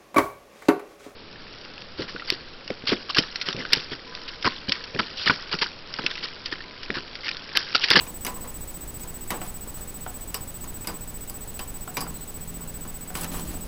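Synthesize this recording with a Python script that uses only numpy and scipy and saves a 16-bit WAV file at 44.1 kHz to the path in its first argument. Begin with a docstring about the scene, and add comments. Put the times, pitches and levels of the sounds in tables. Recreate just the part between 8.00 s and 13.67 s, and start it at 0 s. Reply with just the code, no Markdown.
"""A small plastic power plug, worked by hand against its motherboard socket close to the microphone.
Each contact snaps, rings the plug and a metal part, and knocks the board and the steel sheet beneath it.
A loose connector swings against the board; plastic rubs and squeaks, and the hand drags the plug away.
Behind it lie room rumble, mains hum and a far engine heard through the walls. The camera's own
electrical whine, pulsed by its frames, leaks into the microphone."""
import sys
import numpy as np
from scipy import signal
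from scipy.fft import rfft, irfft, next_fast_len
from scipy.io import wavfile
from scipy.ndimage import uniform_filter1d

SR = 44100
rng = np.random.default_rng(int(sys.argv[2]) if len(sys.argv) > 2 else 0)


def pcm_store(signal):
    """Save signal as 16-bit PCM."""
    levels = np.round(np.clip(np.atleast_2d(signal), -1, 1) * 32767)
    wavfile.write(sys.argv[1], SR, levels.astype(np.int16).T)


N = 250223
TIME = np.arange(N) / SR
RING_TIME = TIME[:SR * 3 // 4]
EDGE_DB, EDGE_REF_HZ, EDGE_DB_PER_OCTAVE = -3.5, 2400, 4.5  # a smaller, higher edge rings more clearly


# Plug on socket, close up: t/s, strength/dB, sharpness/dB, relative metal level/dB, edge f/Hz
PLUG_CONTACTS = [(.008, -42, -23, -21, 2700), (.066, -45.5, -17, -13, 2420), (0.2488, -35.5, 6, -8, 5860),
                 (0.2657, -32, 1.5, -13, 2106), (1.034, -47, 0, -11, 6700), (1.305, -30.5, 2.5, -22, 1970),
                 (1.416, -44.5, -3, -16, 2600), (2.3437, -34.5, 7.5, -1.5, 2810),
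                 (2.641, -44.5, 1, -14, 6750), (2.845, -44.5, -5, -14, 2450), (2.872, -37, 8, 0.5, 2220),
                 (3.592, -37, 0.5, -9.5, 2580), (3.9693, -29, -3.5, -8, 2300),
                 (4.0066, -41.5, 8.5, 4.5, 5300), (5.153, -34, 0, -12.5, 1390), (5.244, -38, 4, -23, 1460)]
def plug_clicks():
    """Each contact sets off four sounds; a sharper one snaps more and shakes the board less."""
    out = np.zeros(N)
    for start, db, sharp_db, metal_db, edge_hz in PLUG_CONTACTS:
        edge_db = EDGE_DB + EDGE_DB_PER_OCTAVE * np.log2(edge_hz / EDGE_REF_HZ)
        click = undb(-2.5 - 0.092 * sharp_db) * board_thud()
        click += undb(1) * plug_clack(edge_hz, edge_db)
        click += undb(1.5 + metal_db) * metal_ring()
        click += undb(0.5 + sharp_db) * edge_snap()
        add(out, start, undb(db) * click)
    return out


# Modes of plug and socket: f/Hz, relative level/dB, t60/s
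PLUG_MODES = [(2020, -8, 0.04), (2226, -6.5, 0.12), (2480, 1, 0.07), (2850, 5.5, 0.074), (3056, -1.5, 0.18),
              (3780, 0.5, 0.1), (3950, -2, 0.091), (6700, -22, 0.17), (6200, -4, .08)]
# Their dense resonances: f/Hz, relative level/dB
CLACK_SPECTRUM = [(300, -16), (1000, -2), (2400, 5), (3400, -1), (4500, -4.5), (6600, -4), (9000, -9.5),
                  (16000, -19)]
def plug_clack(edge_hz, edge_db):
    """The plastic housing strikes the socket; the edge that touches adds its own brief resonance."""
    dense = unit(burst(CLACK_SPECTRUM, t60=0.032, tail_db=-6, tail_t60=0.19), count=440)
    housing = ring(PLUG_MODES, spread_db=3)
    edge = ring([(.96 * edge_hz, -2, .04), (1.03 * edge_hz, 0, .05)], spread_db=1)
    return unit(dense + undb(-7) * housing + undb(edge_db) * edge, count=440)


# Bright crack at close range: f/Hz, relative level/dB
SNAP_SPECTRUM = [(1500, -15), (5000, -12), (8000, -2.5), (11500, 3.5), (14000, 0), (16000, -10.5)]
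def edge_snap():
    """A plastic edge lets go with a sharp crack."""
    return unit(burst(SNAP_SPECTRUM, t60=0.016, tail_db=-15.5, tail_t60=0.11), count=220)


# Metal part on the board: f/Hz, relative level/dB, t60/s
METAL_MODES = [(4850, -1, 0.14), (5000, -6, 0.11), (5050, -8, 0.081), (5390, -5.5, 0.13), (5700, -9, .1)]
def metal_ring():
    """A small metal part chatters in its seat while it rings out."""
    spectrum = [(3800, -17), (4800, 0.5), (5600, -9), (6600, -28)]
    chatter = unit(burst(spectrum, t60=0.14, tail_db=-18, tail_t60=0.17), count=600)
    return unit(ring(METAL_MODES, spread_db=8) + undb(-2) * chatter, count=600)


# Board and steel sheet under the plug: f/Hz, relative level/dB, t60/s
BOARD_MODES = [(330, -3.5, 0.17), (474.6, -6.5, 0.43), (776, -0.5, 0.21), (866, -5, 0.25),
               (957, -13, 0.099), (992, 0.5, 0.34), (1063, -6.5, 0.41), (1123, 1, 0.2), (1272, -7.5, 0.15),
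               (1498, -3.5, 0.1), (1740, -14, 0.13)]
# Dense, short resonances between those modes: f/Hz, relative level/dB
BOARD_SPECTRUM = [(60, -15), (170, 0), (280, -0.5), (480, -2.5), (620, -4.5), (780, -1.5), (1000, -0.5),
                  (1350, -5.5), (1900, -11), (3200, -19.5), (8000, -26.5)]
def board_thud():
    """Board and sheet take a few milliseconds to start moving; the table booms on beneath them."""
    dense = unit(burst(BOARD_SPECTRUM, t60=0.18, tail_db=-14, tail_t60=0.72), count=600)
    table_spectrum = [(70, -24), (150, -0.5), (230, -4), (400, -9), (900, -43)]
    boom = colour(rng.standard_normal(len(RING_TIME)), table_spectrum) * fade(t60=1.46)
    modes = ring(BOARD_MODES, spread_db=2.5)
    swell = 1 - fade(t60=0.0061)
    return unit((dense + undb(-2) * modes + undb(-14) * boom) * swell, count=1300)


# Only a corner of the plug catches: t/s, level/dB
CORNER_CATCHES = [(.024, -44), (.711, -44), (1.004, -46), (1.465, -42), (3.2975, -32.5), (4.0132, -34.5),
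                  (5.211, -33)]
def corner_ticks():
    """Light catches are nearly all snap; they hardly stir the metal or the board."""
    out = np.zeros(N)
    for start, db in CORNER_CATCHES:
        tick = edge_snap() + undb(-18.5) * metal_ring() + undb(-17.5) * board_thud()
        add(out, start, undb(db) * tick)
    return out


# Low board thuds, some under the plug's clicks, some alone as soft bumps: t/s, level/dB
LOW_THUDS = [(.25, -41.5), (.268, -36.5), (.365, -46.5), (.442, -42.5), (1.316, -31.5), (1.342, -39.5),
             (1.668, -49), (2.885, -36.5), (4.012, -37), (4.6, -49.5), (4.85, -44.5), (5.342, -39)]
def low_thuds():
    """The board thuds dully, with only a trace of the plastic."""
    out = np.zeros(N)
    for start, db in LOW_THUDS:
        thud = board_thud() + undb(-15) * plug_clack(EDGE_REF_HZ, EDGE_DB)
        add(out, start, undb(db) * thud)
    return out


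# A loose connector hits the board: t/s, level/dB
CONNECTOR_HITS = [(1.4165, -35), (1.795, -49), (2.0635, -33.5), (3.8775, -36.5), (4.067, -39), (5.104, -41),
                  (5.54, -43)]
# Its hollow shell: f/Hz, relative level/dB, t60/s
SHELL_MODES = [(733, 5, 0.21), (827, -8, 0.11), (1146, -7, 0.047), (1340, 8, 0.032), (1477, -4, 0.16)]
# Its blunt contact: f/Hz, relative level/dB
SHELL_SPECTRUM = [(250, -10), (750, 6), (1350, 2.5), (2000, -11), (4000, -17), (9000, -42)]
def connector_knocks():
    """The swinging shell gives hollow tocks with a quick attack and little treble."""
    out = np.zeros(N)
    for start, db in CONNECTOR_HITS:
        contact = unit(burst(SHELL_SPECTRUM, t60=0.015, tail_db=-9, tail_t60=.2), count=440)
        tock = unit(ring(SHELL_MODES, spread_db=2) + undb(3) * contact, count=440)
        add(out, start, undb(db) * tock)
    return out


# Plug and wires sliding near the microphone: t/s, length/s, level/dB
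STROKES = [(0.0, .066, -42.5), (.99, .041, -46), (1.406, .11, -47), (1.757, 0.078, -45),
           (5.143, 0.118, -35), (5.293, 0.14, -37.5), (5.438, .14, -43.5)]
# Their friction noise: f/Hz, relative level/dB
RUB_SPECTRUM = [(300, -7), (1500, 3), (3000, 1), (6500, -2), (11000, 3), (14500, -3), (16000, 3.5)]
def plug_rubs(slips_per_s=12000, ramp_share=0.42):
    """Sliding plastic catches in many tiny slips, which also shake the board, damped by the hand."""
    pressure = np.zeros(N)
    for start, length, db in STROKES:
        add(pressure, start, undb(db) * signal.windows.tukey(int(length * SR), ramp_share))
    slips = rng.standard_normal(N) * (rng.random(N) < slips_per_s / SR)
    slips = unit(slips * undb(2 * drift(180)))
    board = burst(BOARD_SPECTRUM, t60=0.081, tail_db=-14, tail_t60=0.33)
    shake = signal.fftconvolve(slips * pressure, board / np.linalg.norm(board))[:N]
    return pressure * colour(slips, RUB_SPECTRUM) + undb(-5.5) * shake


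# Plastic under the fingers: t/s, length/s, f/Hz, level/dB
FINGER_SLIPS = [(.485, .16, 10450, -58), (4.125, .135, 4050, -58)]
def finger_squeaks(sag_share=.035, wobble_share=0.01, jitter_hz=189):
    """Fast stick-slip gives a thin, unsteady tone; level and pitch follow the finger's pressure."""
    out = 0
    for start, length, hz, db in FINGER_SLIPS:
        progress = np.clip((TIME - start) / length, 0, 1)
        pressure = np.sqrt(np.abs(np.sin(np.pi * progress)))
        pitch = hz * (1 - sag_share * (1 - pressure) + wobble_share * drift(40)) + jitter_hz * drift(500)
        out += np.sqrt(2) * undb(db) * pressure * np.sin(2 * np.pi * np.cumsum(pitch) / SR)
    return out


def hand_rumble():
    """The hand lifts away close to the microphone, with a soft low rumble."""
    db = np.interp(TIME, [5.0, 5.15, 5.38, 5.67], [-84, -46.5, -36.5, -39.5])
    spectrum = [(15, -2), (52, 0), (110, -11.5), (280, -11), (500, -21.5), (2000, -37.5)]
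    return undb(db) * colour(rng.standard_normal(N), spectrum)


# Far off outside, the engine's strongest overtone, dipping as it eases off: t/s, f/Hz, level/dB
ENGINE_PASS = [(4.03, 163, -46), (4.3, 165, -48), (4.6, 166.9, -45.5), (4.7, 161, -49), (5.0, 165.5, -47),
               (5.33, 171, -42.5), (5.67, 171.3, -46.5)]
# Its partials: multiple of that overtone, relative level/dB
ENGINE_PARTIALS = [(.5, -16), (1, 0), (1.25, -8), (1.5, -9), (1.75, -14.5)]
def far_engine(approach_db_per_s=31, rise_hz_per_s=30):
    """An engine nears, speeds up and pulls away; only its low overtones come through the walls."""
    times, hz, db = np.transpose(ENGINE_PASS)
    early_s = np.clip(times[0] - TIME, 0, 2)
    pitch = np.interp(TIME, times, hz) - rise_hz_per_s * early_s
    level_db = np.interp(TIME, times, db) - approach_db_per_s * early_s
    phase = 2 * np.pi * np.cumsum(pitch * (1 + 0.0078 * drift(15))) / SR
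    tones = sum(undb(rel_db + 1.26 * drift(11)) * np.sin(k * phase) for k, rel_db in ENGINE_PARTIALS)
    return np.sqrt(2) * undb(level_db) * tones


# Mains overtones in the room: f/Hz, relative level/dB
MAINS_TONES = [(301.5, -61), (360.7, -59), (419.9, -59.5), (479.1, -61.5), (538.3, -60.5), (597.5, -65.5)]
def mains_hum():
    """The mains buzz faintly, each overtone wavering in level."""
    hum = 0
    for hz, db in MAINS_TONES:
        hum += undb(db + 2.5 * drift(3.08)) * np.sin(2 * np.pi * (hz * TIME + rng.random()))
    return undb(0.5) * hum


# Noise floor at the microphone: f/Hz, relative level/dB
ROOM_SPECTRUM = [(15, 24.5), (45, 23), (75, 17), (130, 14), (250, 13), (400, 4.5), (620, 4.5), (950, 2),
                 (1600, -2), (3000, -5), (6000, -8), (10000, -6.5), (15500, -9.5)]
def room_tone():
    """Steady room rumble and microphone hiss."""
    return undb(-40) * colour(rng.standard_normal(N), ROOM_SPECTRUM)


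# Whine inside the camera: f/Hz, relative level/dB added while a frame is sent, steady relative level/dB
WHINE_TONES = [(8000, -40.6, -71), (15000, -42.6, -60)]
def camera_whine(frame_hz=15, first_frame_s=.0087, send_s=.0327):
    """Data bursts leak into the microphone: two tones jump up with each frame and the supply steps."""
    sending = (TIME - first_frame_s) * frame_hz % 1 < send_s * frame_hz
    gate = uniform_filter1d(sending * 1., size=10)
    tones = sum((undb(steady_db) + gate * undb(send_db)) * np.sin(2 * np.pi * hz * TIME)
                for hz, send_db, steady_db in WHINE_TONES)
    # the input capacitor lets only the edges of the supply step through
    steps = signal.sosfilt(signal.butter(1, 14, "high", fs=SR, output="sos"), gate)
    return np.sqrt(2) * undb(-0.28) * tones + undb(-33) * steps


def ring(modes, spread_db):
    """Decaying modes; grip and contact point shift their levels and pitches on every blow."""
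    out = 0
    for hz, db, t60 in modes:
        pitch = hz + rng.uniform(-12, 12)
        gain = undb(db + spread_db * rng.standard_normal())
        out += gain * fade(t60) * np.sin(2 * np.pi * (pitch * RING_TIME + rng.random()))
    return unit(out, count=600)


def burst(spectrum, t60, tail_db, tail_t60):
    """Dense resonances that die fast, with a weaker, longer tail."""
    envelope = fade(t60) + undb(tail_db) * fade(tail_t60)
    return colour(rng.standard_normal(len(RING_TIME)), spectrum) * envelope


def fade(t60):
    """Free decay of a struck thing, 60 dB in t60 seconds."""
    return np.exp(-np.log(1000) * RING_TIME / t60)


def colour(x, spectrum):
    """Filter by an outline of f/Hz, level/dB, then scale to rms 1."""
    hz, db = np.transpose(spectrum)
    size = next_fast_len(len(x))
    bins = np.maximum(np.arange(size // 2 + 1) * SR / size, 1)
    gain = undb(np.interp(np.log(bins), np.log(hz), db))
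    return unit(irfft(rfft(x, size) * gain, size)[:len(x)])


def drift(rate_hz):
    """Smooth random drift with rms 1."""
    hold = int(SR / rate_hz)
    steps = np.repeat(rng.standard_normal(N // hold + 1), hold)
    return unit(uniform_filter1d(steps, hold)[:N])


def add(track, start_s, sound):
    """Mix a sound in at a given time."""
    i = int(start_s * SR)
    track[i:i + len(sound)] += sound[:N - i]


def unit(x, count=None):
    """Scale to rms 1 over the first count samples."""
    return x / np.sqrt(np.mean(x[:count] ** 2) + 1e-18)


def undb(db):
    """Decibels to gain."""
    return 10 ** (np.asarray(db) / 20)


def scene():
    """One microphone close to the board, with the room behind."""
    contacts = plug_clicks() + corner_ticks() + low_thuds() + connector_knocks()
    handling = plug_rubs() + finger_squeaks() + hand_rumble()
    background = far_engine() + mains_hum() + room_tone() + camera_whine()
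    return (contacts + handling + background)[None]


def record(dry, top_hz=15800):
    """The recorder cuts the top treble steeply."""
    return signal.sosfilt(signal.ellip(10, .2, 70, top_hz, fs=SR, output="sos"), dry)


dry = scene()
out = record(dry)
pcm_store(out)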